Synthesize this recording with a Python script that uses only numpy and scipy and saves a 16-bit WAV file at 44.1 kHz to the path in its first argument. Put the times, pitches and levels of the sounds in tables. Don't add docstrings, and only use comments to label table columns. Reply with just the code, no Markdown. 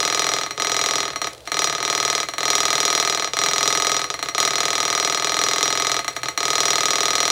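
import sys
import numpy as np
from scipy import signal
from scipy.fft import rfft, irfft, next_fast_len
from scipy.io import wavfile
from scipy.ndimage import uniform_filter1d

SR = 44100
rng = np.random.default_rng(int(sys.argv[2]) if len(sys.argv) > 2 else 0)


def wav_out(sig):
    wavfile.write(sys.argv[1], SR, np.round(np.clip(np.atleast_2d(sig).T, -1, 1) * 32767).astype(np.int16))


N = 322371
RING_SAMPLES = 2 ** 14
RING_HZ = np.fft.rfftfreq(RING_SAMPLES, 1 / SR) + 1


def amp(db):
    return 10 ** (np.asarray(db) / 20)


def unit_rms(x):
    return x / np.sqrt(np.mean(x ** 2) + 1e-20)


def bin_gains(points, size):
    hz, db = np.transpose(points)
    bin_hz = np.fft.rfftfreq(size, 1 / SR) + 1
    return amp(np.interp(np.log(bin_hz), np.log(hz), db))


def coloured(x, points):
    size = next_fast_len(N)
    return unit_rms(irfft(rfft(x, size) * bin_gains(points, size), size)[:N])


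def minimum_phase(gain):
    cepstrum = irfft(np.log(gain))
    cepstrum[1:RING_SAMPLES // 2] *= 2
    cepstrum[RING_SAMPLES // 2 + 1:] = 0
    return np.exp(rfft(cepstrum))


def noise_tails(t60_s, rise_s, count=1):
    t = np.arange(RING_SAMPLES) / SR
    envelope = np.exp(-np.log(1000) * t / t60_s) * (1 - np.exp(-t / rise_s))
    return rfft(rng.standard_normal((count, RING_SAMPLES)) * envelope / np.linalg.norm(envelope))


# (start [s], length [turns], first speed [turns/s], last speed [turns/s],
# full-stroke level [dB], start shortfall [dB], end shortfall [dB])
RATTLE_SPELLS = [(0.0036, 10, 20.72, 21.42, -16.1, 0, 4.8), (0.5726, 12, 20.43, 21.69, -16.3, 3.9, 9.2),
                 (1.5401, 5, 19.43, 19.01, -15.3, 3.1, 4.4), (1.7994, 9, 19.81, 20.04, -15.9, 3.9, 1.9),
                 (2.4028, 18, 19.73, 20.83, -15.4, 3.3, 4.5), (3.3892, 14, 20.70, 20.97, -15.7, 1, 3.1),
                 (4.4028, 2, 20.7, 20.7, -15.2, 0, 0), (4.5061, 15, 20.11, 20.51, -16.1, .8, 1.6),
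                 (5.2461, 16, 20.73, 21.02, -16.1, .5, 1.2), (6.4026, 19, 19.65, 20.4, -15.6, 1.4, 0)]


def strokes(phase_turns, gain_db, build_turns=.55, fade_turns=1.26, uneven_db=.45, late_s_per_db=.0012):
    blows = []
    for start_s, turns, first_speed, last_speed, full_db, build_db, fade_db in RATTLE_SPELLS:
        turn = np.arange(round(turns)) + phase_turns
        period_change_s = 1 / last_speed - 1 / first_speed
        crank_s = start_s + turn / first_speed + period_change_s * turn ** 2 / (2 * len(turn))
        turns_left = len(turn) - .5 - turn
        short_db = build_db * np.exp(-turn / build_turns) + fade_db * np.exp(-turns_left / fade_turns)
        short_db += uneven_db * rng.standard_normal(len(turn))
        blows += zip(crank_s + late_s_per_db * short_db, full_db + gain_db - short_db)
    return blows


# (frequency [Hz], width [Hz], level struck up [dB], level struck down [dB])
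ENGINE_MODES = [(150, 20, 31, 25), (312, 40, 22, 32), (400, 28, 35, 31), (510, 90, 29, 21),
                (690, 50, 33, 38), (885, 30, 32, 35), (1119, 28, 34, 38), (1232, 32, 41, 42),
                (1264, 20, 44, 42), (1746, 180, 25, 29), (2040, 100, 25, 36), (2328, 70, 30, 33),
                (3702, 34, 38, 28), (3849, 20, 38, 31), (3958, 22, 41, 38), (4075, 17, 37, 37),
                (4161, 18, 39, 41), (4245, 16, 40, 43), (4289, 11, 34, 39), (5743, 18, 46, 44.5),
                (5860, 170, 35, 31), (5028, 170, 36, 20), (6655, 120, 37, 30), (10748, 255, 11, 21),
                (15062, 387, -6, 14)]


def ringing(contact, upward):
    centre_hz, width_hz, up_db, down_db = np.transpose(ENGINE_MODES)
    detuning = (RING_HZ ** 2 - centre_hz[:, None] ** 2) / (RING_HZ * width_hz[:, None])
    mode_power = amp(up_db if upward else down_db) ** 2 @ (1 / (1 + detuning ** 2))
    return minimum_phase(np.sqrt(bin_gains(contact, RING_SAMPLES) ** 2 + mode_power))


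def bending_lag(cycles):
    return np.exp(-2j * np.pi * cycles * np.log(RING_HZ))


# (frequency [Hz], relative gain [dB])
BASE_ECHOES = [(200, 6), (500, 8), (1100, -13), (2000, 2.5), (4500, -2), (15000, -3)]


def frame(wave_db, lag_cycles, thud_db, echo_db, echo_t60_s):
    wave = amp(wave_db) * bending_lag(lag_cycles) / np.hypot(1, RING_HZ / 4200)
    rebounds = noise_tails(t60_s=.015, rise_s=.0003)[0]
    thud = amp(thud_db) * bending_lag(3.5) / (1 + (RING_HZ / 750) ** 4)
    echoes = amp(echo_db) * bin_gains(BASE_ECHOES, RING_SAMPLES)
    path = wave + rebounds + thud + echoes * noise_tails(echo_t60_s, rise_s=.0016)[0]
    smooth_power = np.abs(uniform_filter1d(np.abs(path) ** 2, size=14))
    return path * minimum_phase(smooth_power ** -.5)


# (frequency [Hz], gain re direct sound [dB])
WALL_ECHOES = [(150, -8.5), (600, -10.5), (2000, -7.5), (5000, -11), (14000, -10)]


def impacts(blows, response, chatter_db, treble_db_per_db):
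    times_s, levels_db = np.transpose(blows)
    treble_band = RING_HZ ** 2 / (RING_HZ ** 2 + 4200 ** 2)
    treble_gain = amp(treble_db_per_db * (levels_db - np.median(levels_db)))
    spectra = response * (1 + (treble_gain[:, None] - 1) * treble_band)
    chatter = amp(chatter_db) * noise_tails(t60_s=.013, rise_s=.0001, count=len(blows))
    walls = bin_gains(WALL_ECHOES, RING_SAMPLES) * noise_tails(t60_s=.32, rise_s=.0017, count=len(blows))
    rings = irfft(spectra * (1 + chatter + walls))
    out = np.zeros(N + 2 * RING_SAMPLES)
    for time_s, level_db, ring in zip(times_s, levels_db, rings):
        start = max(round(time_s * SR), 0)
        out[start:start + RING_SAMPLES] += amp(level_db) * ring
    return out[:N]


# (frequency [Hz], level [dB])
TOP_CONTACT = [(60, 4), (220, -64), (400, 33.5), (1000, 21), (1700, 25), (2750, 24.5), (3400, 32.5),
               (4600, 19), (5450, -21), (7500, 25), (9000, 14), (14000, -12)]
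BOTTOM_CONTACT = [(60, 1), (220, -5), (400, 21.5), (1000, 20), (1700, 29.5), (2750, 23.5), (3400, 26.5),
                  (4600, 21.5), (5450, -30), (7500, 22), (9000, 12.5), (14000, -4)]
# (time [s], level [dB])
STRAY_TAPS = [(1.2444, -19), (3.3349, -17.5), (4.1022, -18), (4.2595, -23), (4.3488, -17.5),
              (6.2578, -20.5)]
STRAY_KNOCKS = [(0.5084, -21.5), (1.1594, -20.5), (1.2166, -19), (1.2713, -20.5), (1.4748, -23.5),
                (1.5185, -18), (2.2867, -21), (2.3368, -23), (2.3822, -18.5), (3.3687, -18),
                (4.1411, -21.5), (4.1915, -23.5), (4.2273, -18.5), (4.2865, -20), (4.3808, -16),
                (6.0457, -23), (6.0803, -18), (6.165, -20.5), (6.2328, -20), (6.2852, -19), (6.3763, -17)]


def piston():
    top = ringing(TOP_CONTACT, upward=True)
    top *= frame(wave_db=4, lag_cycles=.8, thud_db=10, echo_db=1.5, echo_t60_s=.07)
    bottom = ringing(BOTTOM_CONTACT, upward=False)
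    bottom *= frame(wave_db=0, lag_cycles=.9, thud_db=7.5, echo_db=0, echo_t60_s=.068)
    up_blows = [*strokes(phase_turns=0, gain_db=0), *STRAY_TAPS]
    taps = impacts(up_blows, top, chatter_db=-18, treble_db_per_db=2.7)
    down_blows = strokes(phase_turns=.535, gain_db=-1)
    knocks = impacts(down_blows, bottom, chatter_db=-20, treble_db_per_db=.9)
    stray_knocks = impacts(STRAY_KNOCKS, bottom, chatter_db=-13, treble_db_per_db=.9)
    return knocks + stray_knocks - taps


# (frequency [Hz], relative gain [dB])
LINKAGE_SPECTRUM = [(300, -15), (1300, -8), (4200, 0), (6000, -7), (10000, -10), (16000, -29)]


def linkage(tick_db, rub_db, ticks_per_s, tick_t60_s):
    kicks = (rng.random(N) < ticks_per_s / SR) * amp(2.9 * rng.standard_normal(N))
    decay = np.exp(-np.log(1000) / (tick_t60_s * SR))
    envelope = signal.lfilter([1], [1, -decay], kicks)
    ticks = coloured(envelope * rng.standard_normal(N), LINKAGE_SPECTRUM)
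    rub = coloured(rng.standard_normal(N), LINKAGE_SPECTRUM)
    return amp(tick_db) * ticks + amp(rub_db) * rub


# (frequency [Hz], relative gain [dB])
ROOM_SPECTRUM = [(20, -36), (40, -34), (65, -3.5), (100, -16), (220, -19.5), (500, -3), (1000, -18),
                 (3000, -35), (16000, -37)]


def room_tone(noise_db, hum_db, hum_hz):
    noise = coloured(rng.standard_normal(N), ROOM_SPECTRUM)
    hum = unit_rms(np.sin(2 * np.pi * hum_hz * np.arange(N) / SR))
    return amp(noise_db) * noise + amp(hum_db) * hum


# (time [s], frequency [Hz], level [dB])
DRONE_GLIDE = [(5, 101.4, -75), (5.6, 108, -59), (6.25, 126.1, -49), (6.6, 130, -74)]


def drone():
    t = np.arange(N) / SR
    times_s, hz, levels_db = np.transpose(DRONE_GLIDE)
    phase = 2 * np.pi * np.cumsum(np.interp(t, times_s, hz)) / SR
    return amp(np.interp(t, times_s, levels_db)) * unit_rms(np.sin(phase))


def scene():
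    engine = piston() + linkage(tick_db=-49, rub_db=-53.5, ticks_per_s=50, tick_t60_s=.014)
    room = room_tone(noise_db=-46.5, hum_db=-56.5, hum_hz=121.6)
    return (engine + room + drone())[None]


def record(dry):
    ceiling, cutoff_hz = .95, 15900
    rounded = dry / (1 + np.abs(dry / ceiling) ** 6) ** (1 / 6)
    size = next_fast_len(N + RING_SAMPLES)
    passband = np.fft.rfftfreq(size, 1 / SR) < cutoff_hz
    return irfft(rfft(rounded, size) * passband, size)[:, :N]


dry = scene()
out = record(dry)
wav_out(out)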